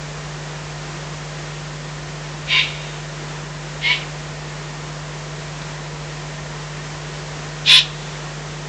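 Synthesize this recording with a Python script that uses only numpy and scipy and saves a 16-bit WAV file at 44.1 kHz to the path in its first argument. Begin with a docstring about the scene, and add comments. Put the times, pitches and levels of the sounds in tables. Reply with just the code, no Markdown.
"""Young eagle owls begging at night

Three short hoarse rasps from a rock ledge, the last the loudest; faint squeaks trail the second and third.
Each call is breath noise coloured by a half-open throat, with narrow whistles and a thin unsteady voice.
Near rock returns quick reflections and far slopes a faint tail; one small dry tick falls between the calls.
A narrow camera microphone adds mains hum and hiss and passes little treble; later the loudest call is clipped.
"""
import sys
import numpy as np
from scipy import signal
from scipy.fft import rfft, irfft
from scipy.io import wavfile

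SR = 44100
rng = np.random.default_rng(int(sys.argv[2]) if len(sys.argv) > 2 else 0)


def generate_wav(signal):
    """Clip the signal to [-1, 1] and save it as 16-bit WAV at the path in sys.argv[1]."""
    frames = np.transpose(np.atleast_2d(signal))
    scaled = np.clip(frames, -1, 1) * 32767
    pcm = np.round(scaled).astype(np.int16)
    wavfile.write(sys.argv[1], SR, pcm)


N = 382788
TIME = np.arange(N) / SR
FREQS = np.maximum(np.arange(N // 2 + 1) * SR / N, 1)

# begging calls: (start [s], hold [s], crescendo in the hold [dB/s], release [dB/s], level [dB],
# pitch at mid-hold [Hz], pitch rise in the hold [Hz/s], voice [dB], whistles [dB], far echo [dB]);
# voice and whistles are relative to the rasp, the echo to the call before the slopes thin and dull it
BEG_CALLS = [(2.457, 0.061, 12, 187, -18, 1035, -60.5, -7.5, 0, -13),
             (3.794, .038, 64, 187, -20, 977, 1500, -7.5, 2, -26),
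             (7.638, .064, -13, 304, -10, 1033, 119.5, -14.5, 0, -26.5)]
# broad throat colour, one list per call: (frequency [Hz], gain [dB])
THROAT_COLOURS = [
    [(710, -64), (1200, -25), (1430, -16), (1990, -10), (2050, -11.5), (2370, 3.5), (2580, -2), (2850, 0),
     (3460, -4.5), (3790, -3.5), (4350, -13), (7500, -31), (9750, -57), (16500, -120)],
    [(700, -51), (1200, -22), (1620, -17.5), (1850, -3.5), (2250, 1), (2700, 0.5), (3150, 3), (3650, -2.5),
     (4250, -4.5), (4600, -11.5), (5200, -13), (6000, -24), (7500, -26), (9500, -56)],
    [(710, -60), (1200, -33), (1330, -21), (1800, -9.5), (2220, -16), (2450, -2), (2970, -2.5), (3700, 0.5),
     (4660, -13.5), (5310, -12), (6580, -24.5), (7500, -23), (9750, -54), (16500, -120)],
]
# narrow whistling resonances, one list per call: (frequency [Hz], pitch wander [Hz], relative level [dB])
WHISTLE_RESONANCES = [
    [(2110, 20, -8), (2200, 30, -2.5), (2300, 29, -0.5), (2470, 24.4, -5), (2786, 25, 0.5), (3090, 50, -3),
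     (3670, 21, 0), (4770, 80, -11.5)],
    [(2210, 32, 1.5), (3060, 36, -12), (3330, 43, -14)],
    [(2443, 60, -3), (2717, 46.5, -8.5), (3180, 49.7, -6), (3446, 35.2, 5.5), (3710, 69.4, 0.5),
     (3820, 60, 0.5), (4060, 54, -6), (4220, 60, -8.5), (5160, 25, -12), (5440, 23, -21)],
]
# faint falling squeaks as a call dies: (middle [s], pitch there [Hz], peak envelope level [dB])
DYING_SQUEAKS = [(4.028, 2500, -34.5), (7.878, 1950, -38)]
# small tick on the ledge: (time [s], starting level [dB])
LEDGE_TICKS = [(5.616, -28)]
# mains hum: (frequency [Hz], rms level [dB])
MAINS_HUM = [(50, -45.5), (150, -33.5), (250, -52.5), (350, -51), (650, -53.5)]
# spectrum of the steady hiss: (frequency [Hz], relative density [dB])
HISS_COLOUR = [(25, -39), (40, -22), (60, -5.5), (76, -2.5), (95, 1), (125, -7), (170, -1), (270, -4),
               (400, 1.5), (1000, -3), (1500, -3.5), (2100, -5.5), (3800, -10), (7500, -12)]
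# faint narrow bands in the hiss: (frequency [Hz], width [Hz], rms level [dB])
HISS_BANDS = [(63.1, 2.2, -53.5), (171.6, 5.6, -50), (1842, 76, -49.5), (1004, 81, -50)]
# treble of the camera's microphone channel: (frequency [Hz], gain [dB])
MICROPHONE_TREBLE = [(7300, 0.5), (8000, -7), (8600, -14), (9100, -24), (9800, -61.5)]
# treble after the later clipping: (frequency [Hz], gain [dB])
FINISHED_TREBLE = [(7500, 0.5), (10900, -7), (11900, -18.5), (15000, -10)]

ATTACK_S = 0.0813  # every call swells in the same time
VOICE_LAG_S = 0.006  # the voice catches a moment after the air starts to flow
# as the push weakens, the pitch sags and the voice loses this much more than the rasp
SAG_HZ_PER_DB, VOICE_EXTRA_DB_PER_DB = 0.85, 1.8
FUNDAMENTAL_DB = -4.5  # the voice's fundamental against its octave
SQUEAK_FALL_OCTAVES_PER_S, SQUEAK_HALF_S = 27, 0.03  # half: from the middle to silence
TOP_HZ = 15650  # upper edge of the finished sound


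def owls():
    """The calls, each with its own pattern of ledge reflections and its own amount of far echo."""
    out = 0
    for row, throat, resonances in zip(BEG_CALLS, THROAT_COLOURS, WHISTLE_RESONANCES):
        start, hold, crescendo, release, level_db, pitch_hz, rise, voice_db, whistle_db, echo_db = row
        close = undb(level_db) * call(start, hold, crescendo, release, pitch_hz, rise,
                                      voice_db, whistle_db, throat, resonances)
        out = out + ledge(close) + undb(echo_db) * valley(close)
    return out


def call(start, hold, crescendo, release, pitch_hz, rise_hz_per_s, voice_db, whistle_db,
         throat, resonances, locking=0.36, bending=0.55):
    """One begging call: a single push of air drives rasp, whistles and voice."""
    effort_db = push(start, hold, crescendo, release)
    late_effort_db = push(start + VOICE_LAG_S, hold - VOICE_LAG_S, crescendo, release)
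    voicing_db = VOICE_EXTRA_DB_PER_DB * late_effort_db
    hz = pitch_hz + rise_hz_per_s * held(start, hold) + SAG_HZ_PER_DB * effort_db
    # the whistles weaken with the voice, so the ends of a call are plain rasp
    whistle_gain = undb(whistle_db + locking * voicing_db)
    whistles = whistle_gain * whistle(resonances, (hz / pitch_hz) ** bending)
    voiced = undb(voice_db + voicing_db) * voice(hz)
    return undb(effort_db) * (rasp(throat) + whistles + voiced)


def push(start, hold, crescendo_db_per_s, release_db_per_s):
    """Effort of one call in dB against the middle of its hold: it swells, holds and dies away."""
    swell = np.sin(np.pi / 2 * np.clip((TIME - start) / ATTACK_S, 0, 1)) ** 2
    swell_db = 20 * np.log10(swell + 1e-9)
    dying_s = np.maximum(TIME - start - ATTACK_S - hold, 0)
    effort_db = swell_db + crescendo_db_per_s * held(start, hold) - release_db_per_s * dying_s
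    return np.maximum(effort_db, -120)


def held(start, hold):
    """Seconds from the middle of a call's hold; stands still before and after it."""
    return np.clip(TIME - start - ATTACK_S, 0, hold) - hold / 2


def rasp(throat):
    """Turbulent breath, a plain noise coloured by the throat."""
    return unit(shape(noise(), colour(throat)))


def whistle(resonances, bend, shiver_hz=150, shiver_db=2.0):
    """Air jets lock loosely onto narrow resonances, bend with the voice and shiver in pitch and strength."""
    out = 0
    for hz, width, db in resonances:
        strength = undb(db + shiver_db * wander(shiver_hz))
        moving_hz = hz * bend + width * wander(shiver_hz)
        out = out + strength * np.sin(sine_phase(moving_hz))
    return unit(out)


def voice(pitch_hz, jitter=0.0197, jitter_hz=260, shimmer_db=3.0):
    """A hoarse tone, unsteady in pitch and strength, whose octave is stronger than its fundamental."""
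    phase = sine_phase(pitch_hz * (1 + jitter * wander(jitter_hz)))
    tone = np.sin(2 * phase) + undb(FUNDAMENTAL_DB) * np.sin(phase)
    return unit(tone * undb(shimmer_db * wander(rate_hz=160)))


def squeaks(jitter=0.078, jitter_hz=400):
    """A last wisp of air slides down in pitch as the bill closes."""
    out = 0
    for middle, pitch_hz, db in DYING_SQUEAKS:
        age = np.clip(TIME - middle, -SQUEAK_HALF_S, SQUEAK_HALF_S)
        falling_hz = pitch_hz * 2 ** (-SQUEAK_FALL_OCTAVES_PER_S * age)
        hz = falling_hz * (1 + jitter * wander(jitter_hz))
        envelope = np.cos(np.pi / 2 * age / SQUEAK_HALF_S) ** 2
        out = out + undb(db) * envelope * unit(np.sin(sine_phase(hz)))
    return out


def ledge(x, count=14, reach_s=0.016, wall_db=-7):
    """Near rock faces return a cluster of quick reflections that comb the sound."""
    response = np.zeros(N)
    lags = ((0.05 + rng.random(count)) * reach_s * SR).astype(int)
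    response[lags] = rng.choice([-1, 1], count) * undb(wall_db) / np.sqrt(count)
    response[0] = 1  # the direct sound
    return shape(x, rfft(response) / np.sqrt(np.sum(response ** 2)))


def valley(x, t60=1.4, build_s=0.04, thin_hz=2000, dull_hz=5000):
    """Far slopes scatter a faint tail, thinner and duller than the call."""
    response = noise() * undb(-60 * TIME / t60) * (1 - np.exp(-TIME / build_s))
    band = 1 / (1 + (thin_hz / FREQS) ** 4) / (1 + (FREQS / dull_hz) ** 4)
    return shape(x, rfft(response) / np.sqrt(np.sum(response ** 2)) * band)


def ticks(decay_s=0.007, centre_hz=1000, width_hz=3000):
    """A brief dry tick, as of a bit of grit: broad noise that starts at once and dies away."""
    blow = 0
    for start, db in LEDGE_TICKS:
        blow = blow + undb(db) * (TIME >= start) * np.exp(-np.abs(TIME - start) / decay_s)
    return blow * ring(noise(), centre_hz, width_hz)


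def background(hiss_db=-34, sway_db=0.47):
    """Odd mains harmonics over a gently swaying hiss with a few faint bands in it."""
    hum = sum(np.sqrt(2) * undb(db) * np.sin(2 * np.pi * (hz * TIME + rng.random()))
              for hz, db in MAINS_HUM)
    hiss = unit(shape(noise(), colour(HISS_COLOUR) * (FREQS < SR / 4)))
    swaying_hiss = hiss * undb(hiss_db + sway_db * wander(rate_hz=4.0))
    bands = sum(undb(db) * ring(noise(), hz, width) for hz, width, db in HISS_BANDS)
    return hum + swaying_hiss + bands


def undb(db):
    """Decibels to gain."""
    return 10 ** (np.asarray(db) / 20)


def unit(x):
    """Scale to rms 1."""
    return x / np.sqrt(np.mean(x ** 2))


def shape(x, gain):
    """Filter by a gain for each frequency."""
    return irfft(rfft(x, N) * gain, N)


def colour(points):
    """Gain for each frequency from (frequency [Hz], gain [dB]) points."""
    hz, db = np.transpose(points)
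    return undb(np.interp(np.log(FREQS), np.log(hz), db))


def noise():
    """White noise."""
    return rng.standard_normal(N)


def wander(rate_hz):
    """Smooth random motion of spread 1."""
    return unit(shape(noise(), np.exp(-(FREQS / rate_hz) ** 2)))


def ring(x, hz, width):
    """A steep resonance, rms 1."""
    return unit(shape(x, 1 / (1 + 1j * (FREQS - hz) / width) ** 2))


def sine_phase(hz):
    """Running phase of a moving pitch."""
    return 2 * np.pi * np.cumsum(hz) / SR


def scene():
    """Owls with their squeaks, a tick and the steady background, in mono."""
    return (owls() + squeaks() + ticks() + background())[None]


def record(dry, ceiling=0.64, knee=8):
    """The camera's narrow band, then later clipping of the loudest peaks and a dulled, cut-off top."""
    narrow = shape(dry[0], colour(MICROPHONE_TREBLE))
    clipped = narrow / (1 + np.abs(narrow / ceiling) ** (2 * knee)) ** (0.5 / knee)
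    dulled = shape(clipped, colour(FINISHED_TREBLE))
    top_cut = signal.ellip(8, 0.2, 70, TOP_HZ, fs=SR, output="sos")
    return signal.sosfilt(top_cut, dulled)[None]


dry = scene()
out = record(dry)
generate_wav(out)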